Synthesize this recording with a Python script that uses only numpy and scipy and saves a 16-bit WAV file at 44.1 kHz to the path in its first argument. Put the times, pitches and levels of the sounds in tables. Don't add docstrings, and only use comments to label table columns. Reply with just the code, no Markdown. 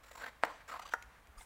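import sys
import numpy as np
from scipy import signal
from scipy.fft import rfft, irfft
from scipy.io import wavfile

SR = 44100
rng = np.random.default_rng(int(sys.argv[2]) if len(sys.argv) > 2 else 0)


def master_out(mix):
    frames = np.transpose(np.atleast_2d(mix))
    ceiling = np.clip(frames, -1, 1)
    pcm = np.round(ceiling * 32767).astype(np.int16)
    wavfile.write(sys.argv[1], SR, pcm)


N = 63945

# start_s, knock_db, ring_db, click_db
SNAP_EVENTS = [(0.436, 16.5, -38, -44), (0.9366, -41, -17.5, -14)]


def amp(db):
    return 10 ** (np.asarray(db) / 20)


def unit(x):
    return x / np.sqrt(np.mean(x ** 2) + 1e-20)


def read(points, hz):
    frequency, value = np.transpose(points)
    return np.interp(np.log(hz + 1), np.log(frequency + 1), value)


def add(mix, start_s, sound):
    part = mix[max(round(start_s * SR), 0):][:len(sound)]
    part += sound[:len(part)]


def colour(spectrum, size=4096):
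    log_gain = np.log(amp(read(spectrum, abs(np.fft.fftfreq(size, 1 / SR)))))
    return np.fft.ifft(np.exp(np.conj(signal.hilbert(log_gain)))).real[:size // 2]


def resonances(table, size=2048):
    t = np.arange(size) / SR
    return sum(amp(db) * np.sqrt(width) * np.exp(-np.pi * width * t) * np.sin(2 * np.pi * hz * t)
               for hz, width, db in table)


def modes(table, length_s=0.061):
    t = np.arange(0, length_s, 1 / SR)
    return sum(amp(db - 60 * t / t60) * np.sin(2 * np.pi * hz * t) for hz, db, t60 in table)


def disperse(x, hz, width_hz):
    radius = np.exp(-np.pi * width_hz / SR)
    poles = [1, -2 * radius * np.cos(2 * np.pi * hz / SR), radius * radius]
    return signal.lfilter(poles[::-1], poles, x)


def swell(length_s, edge_s=0):
    span_s = length_s + 2 * edge_s
    return np.sin(np.pi * np.arange(0, span_s, 1 / SR) / span_s) ** 0.67


def burst(stream, start_s, length_s, level_db, edge_s):
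    envelope = swell(length_s, edge_s)
    stretch = np.resize(np.roll(stream, -round(start_s * SR)), len(envelope))
    return start_s - edge_s, amp(level_db) * unit(envelope * stretch)


def shot_noise(response, rate_per_s=7000, spread_db=3):
    size_db = spread_db * np.minimum(rng.exponential(1, N), 4)
    impulses = amp(size_db) * rng.choice([-1., 1.], N) * (rng.random(N) < rate_per_s / SR)
    return signal.fftconvolve(impulses, response / np.linalg.norm(response))[:N]


def room_noise(level_db=-63):
    # frequency_hz, density_db
    spectrum = [(20, -2.5), (55, 7.5), (80, -0.5), (140, -6), (290, -10), (370, -11.5), (500, -9),
                (1000, -5.5), (1800, -8), (3000, -18), (5000, -24.5), (10000, -26.5), (16000, -28.5)]
    gain = amp(read(spectrum, np.fft.rfftfreq(N, 1 / SR)))
    return amp(level_db) * unit(irfft(rfft(rng.standard_normal(N)) * gain, N))


def sheet(hz, width_hz=107, evenness=0.63):
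    swing = shot_noise(resonances([(hz, width_hz, 0)]))[:SR // 4]
    band = signal.butter(2, [hz / 2, hz * 3 / 2], "band", fs=SR)
    analytic = signal.hilbert(signal.lfilter(*band, swing))
    gripped = analytic.real / (abs(analytic) + 1e-9) ** evenness
    return signal.lfilter(*band, gripped)[SR // 20:]


def cutting(edge_s=0.003):
    # start_s, length_s, sheet_db, sheet_hz, crackle_db, blade_db
    excitations = [(0.034, 0.015, -93, 1480, -59, -67), (0.058, 0.017, -82, 1180, -62, -68),
                   (0.08, 0.017, -63, 1430, -62, -65.5), (0.112, 0.0091, -60, 726, -53, -61.5),
                   (0.129, 0.016, -79, 1000, -62, -65.5), (0.153, 0.007, -52, 1030, -53.5, -59),
                   (0.169, 0.022, -66, 1010, -62, -61.5), (.178, 0.0018, -52, 950, -56, -82),
                   (0.195, 0.017, -56, 1370, -58.5, -63), (0.213, 0.017, -49, 1394, -53.5, -64.5),
                   (0.236, 0.011, -42, 1496, -48.5, -69), (0.2628, 0.0053, -46.5, 1830, -45.5, -69),
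                   (0.275, 0.019, -55, 2030, -53.5, -70), (0.449, 0.0048, -42.5, 870, -44, -54),
                   (0.492, 0.024, -50, 1100, -59, -75), (0.68, 0.01, -56.5, 1700, -59.5, -60.5),
                   (0.69, 0.017, -50.5, 1320, -51.5, -63.5), (0.715, 0.0072, -47, 1266, -53, -65),
                   (0.725, 0.0057, -43.5, 1230, -59, -66), (0.739, 0.0076, -42.5, 1067, -51, -79),
                   (0.753, 0.016, -44, 1073, -56, -72), (0.772, 0.0042, -70, 1020, -56.5, -77),
                   (0.796, 0.0048, -43, 1028, -50, -61.5), (0.818, 0.011, -51.5, 1290, -58, -71),
                   (0.828, 0.01, -53.5, 772, -60, -77), (0.855, 0.0044, -49.5, 1090, -63, -66),
                   (0.86, 0.0062, -55, 1110, -56.5, -70), (0.877, 0.0036, -76, 1190, -54, -70),
                   (0.889, 0.008, -68, 1120, -55, -73), (.922, 0.0047, -50.5, 1420, -52.5, -75)]
    # start_s, length_s, crackle_db, blade_db
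    crunches = [(0.173, 0.13, -57, -74), (0.677, 0.11, -57.5, -69.5)]
    # frequency_hz, density_db
    crackle_spectrum = [(100, -8.5), (350, 1.5), (550, 3), (1000, 4), (2000, 2.5), (3100, -8.5),
                        (4300, -6.5), (5200, -16.5), (6200, -18), (8300, -27), (9500, -20.5), (16000, -19)]
    # frequency_hz, width_hz, gain_db
    blade_resonances = [(4200, 410, -1), (5630, 400, 3.5), (7310, 700, 11.5), (10080, 160, -2),
                        (12530, 140, -3), (14600, 1900, 3)]
    out = np.zeros(N)
    crackle = shot_noise(colour(crackle_spectrum))
    steel = shot_noise(resonances(blade_resonances))
    for start, length, sheet_db, sheet_hz, crackle_db, blade_db in excitations:
        for stream, db in (sheet(sheet_hz), sheet_db), (crackle, crackle_db), (steel, blade_db):
            add(out, *burst(stream, start, length, db, edge_s))
    for start, length, crackle_db, blade_db in crunches:
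        for stream, db in (crackle, crackle_db), (steel, blade_db):
            add(out, *burst(stream, start, length, db, edge_s))
    return out


def click(spectrum, t60_s, size=2048):
    chatter = rng.choice([-1., 1.], size) * amp(-60 * np.arange(size) / SR / t60_s)
    return signal.fftconvolve(chatter / np.linalg.norm(chatter), colour(spectrum))


def ticks():
    # start_s, click_db, ring_db
    contacts = [(0.4294, -38, -43), (1.0251, -23, -43.5), (1.2712, -34, -55)]
    # frequency_hz, gain_db
    spectrum = [(200, -25), (1500, -23), (2400, 1), (3600, -2), (6500, -3), (8700, -7), (10000, -8.5),
                (16000, -13)]
    # pitch_hz, level_db, t60_s
    ring_modes = [(2170, -0.5, 0.014), (2410, -5, 0.016)]
    out = np.zeros(N)
    for start, click_db, ring_db in contacts:
        add(out, start, amp(click_db) * click(spectrum, t60_s=0.011))
        add(out, start, amp(ring_db) * modes(ring_modes))
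    return out


def rustling():
    # start_s, length_s, level_db
    strokes = [(0.432, 0.02, -53.5), (0.605, 0.012, -60), (1.085, 0.12, -66.5)]
    # frequency_hz, density_db
    spectrum = [(100, -5), (600, -3.5), (1800, 6), (3000, -7), (8000, -22), (16000, -32)]
    out = np.zeros(N)
    rustle = shot_noise(colour(spectrum))
    for start, length, db in strokes:
        add(out, *burst(rustle, start, length, db, edge_s=0.01))
    return out


def knocks():
    # frequency_hz, gain_db
    spectrum = [(60, -26), (200, -22.5), (380, -6), (520, -3.5), (720, 0.5), (1100, -3), (1800, -2.5),
                (2700, -16.5), (3500, -24.5), (4400, -22), (5500, -34), (6100, -36.5), (6900, -43),
                (8000, -25.5), (9500, -44), (16000, -59)]
    # pitch_hz, level_db, t60_s
    hollow_modes = [(316, -49.5, 0.086), (465, -52, 0.037), (698, -53, 0.064), (936, -52, 0.078)]
    out = np.zeros(N)
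    knock = disperse(colour(spectrum), hz=1600, width_hz=1400)
    for start, knock_db, _, _ in SNAP_EVENTS:
        add(out, start, amp(knock_db) * knock)
        add(out, start, amp(knock_db) * modes(hollow_modes))
    return out


def snaps():
    # pitch_hz, level_db, t60_s
    strip_modes = [(473, -20.5, 0.034), (778, -24, 0.11), (950, -14, 0.062), (1444, -0.9, 0.03),
                   (1693, -5, 0.02), (1833, -12.5, 0.022)]
    # pitch_hz, level_db, t60_s
    blade_modes = [(3210, -26.5, 0.027), (5720, -26, 0.021), (6800, -33, 0.015), (10700, -31, 0.014),
                   (15300, -29, 0.011)]
    # frequency_hz, gain_db
    click_spectrum = [(200, -28), (1500, -22), (2400, 4), (3200, 1), (4700, -12), (6200, 0.5), (8500, -11),
                      (10500, -10), (16000, -12)]
    out = np.zeros(N)
    strip = signal.sosfilt(signal.butter(12, 1985, fs=SR, output="sos"), modes(strip_modes))
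    strip = disperse(strip, hz=1190, width_hz=480)
    ring = signal.lfilter(*signal.butter(2, 364, "high", fs=SR), strip + modes(blade_modes))
    for start, _, ring_db, click_db in SNAP_EVENTS:
        add(out, start, amp(ring_db) * ring)
        add(out, start, amp(click_db) * click(click_spectrum, t60_s=0.02))
    return out


def scraping():
    # start_s, length_s, level_db
    strokes = [(0.449, 0.15, -67.5), (0.793, 0.0032, -59), (0.818, 0.019, -57), (.854, 0.0044, -58.5),
               (0.864, .004, -54.5), (0.877, 0.0019, -60), (0.888, 0.007, -57.5), (.912, 0.023, -58)]
    # frequency_hz, width_hz, gain_db
    steel_resonances = [(2730, 300, -7), (3170, 1000, 13), (4700, 130, 4), (6010, 540, 7), (7430, 690, 2)]
    out = np.zeros(N)
    steel = shot_noise(resonances(steel_resonances))
    steel = signal.sosfilt(signal.butter(4, [2200, 9500], "band", fs=SR, output="sos"), steel)
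    for start, length, db in strokes:
        add(out, *burst(steel, start, length, db, edge_s=0.0027))
    return out


def thumps():
    # start_s, level_db, pitch_hz,
    # length_s
    pulses = [(1.027, -46.5, 49.7, 0.091), (1.28, -46.5, 61.3, 0.039), (1.362, -38, 39.2, 0.05)]
    out = np.zeros(N)
    for start, db, hz, length in pulses:
        t = np.arange(0, length, 1 / SR)
        add(out, start, amp(db) * np.sin(np.pi * t / length) * np.sin(2 * np.pi * hz * t))
    return out


def landing(start_s=1.362, length_s=0.097, level_db=-62.5):
    # frequency_hz, density_db
    spectrum = [(200, -15), (700, -6), (2200, 1), (4400, -6), (7000, 0), (10000, 2.5), (11200, -6),
                (16000, -7)]
    out = np.zeros(N)
    onset, swish = burst(shot_noise(colour(spectrum)), start_s, length_s, level_db=0, edge_s=0)
    add(out, onset, amp(level_db) * unit(swish * swell(length_s)))
    return out


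def squeaks(width_hz=57):
    # start_s, length_s, mid_pitch_hz, glide_hz_per_s, level_db
    glides = [(1.370, .026, 1170, -2000, -57), (1.380, 0.014, 5000, 20000, -62),
              (1.375, 0.028, 8900, -18000, -65), (1.374, .015, 6850, 15000, -67),
              (1.394, .030, 2100, -1000, -61), (1.408, 0.012, 3750, 55000, -62),
              (1.407, .024, 8050, -50000, -64), (1.405, .014, 820, -8000, -56)]
    out = np.zeros(N)
    pole = np.exp(-np.pi * width_hz / SR)
    for start, length, hz, glide, db in glides:
        envelope = swell(length)
        pitch = hz + glide * (np.arange(len(envelope)) / SR - length / 2)
        carrier = np.exp(2j * np.pi * np.cumsum(pitch) / SR)
        complex_noise = [1, 1j] @ rng.standard_normal((2, N))
        flutter = signal.lfilter([1], [1, -pole], complex_noise)[-len(envelope):]
        add(out, start, amp(db) * unit(envelope * (flutter * carrier).real))
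    return out


def room(x, tail_db):
    # delay_s, gain_db
    reflections = [(.00159, -43.5), (.00313, -18), (.00379, -22), (.00453, -27.5), (.00561, -19),
                   (.00867, -23), (0.0122, -18.5), (0.0154, -20.5)]
    # frequency_hz, t60_s
    decay_times = [(150, 0.44), (600, 0.49), (1500, 0.4), (4000, 0.7), (9000, 0.52), (16000, 0.17)]
    hz, t, noise = signal.stft(rng.standard_normal(SR // 2), SR, nperseg=256)
    decay = amp(-60 * t / read(decay_times, hz)[:, None])
    tail = signal.istft(noise * decay, SR, nperseg=256)[1]
    response = np.zeros(SR)
    response[0] = 1
    add(response, start_s=0.013, sound=amp(tail_db) * tail / np.linalg.norm(tail))
    for delay, db in reflections:
        add(response, delay, amp([db]))
    return signal.fftconvolve(x, response)[:N]


def scene():
    # frequency_hz, gain_db
    bench_response = [(200, -9), (290, -5.5), (375, -16), (465, 0), (560, -2)]
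    rubbing = cutting() + scraping() + rustling() + thumps() + landing() + squeaks()
    sound = room(rubbing, tail_db=-14.5) + room(knocks(), tail_db=-14.5)
    sound += room(snaps() + ticks(), tail_db=-17)
    coloured = signal.fftconvolve(sound, colour(bench_response))[:N]
    return (coloured + room_noise())[None]


def record(dry):
    low_pass = signal.firwin(511, 15900, window=("kaiser", 9), fs=SR)
    return signal.oaconvolve(dry, low_pass[None], "same")


dry = scene()
out = record(dry)
master_out(out)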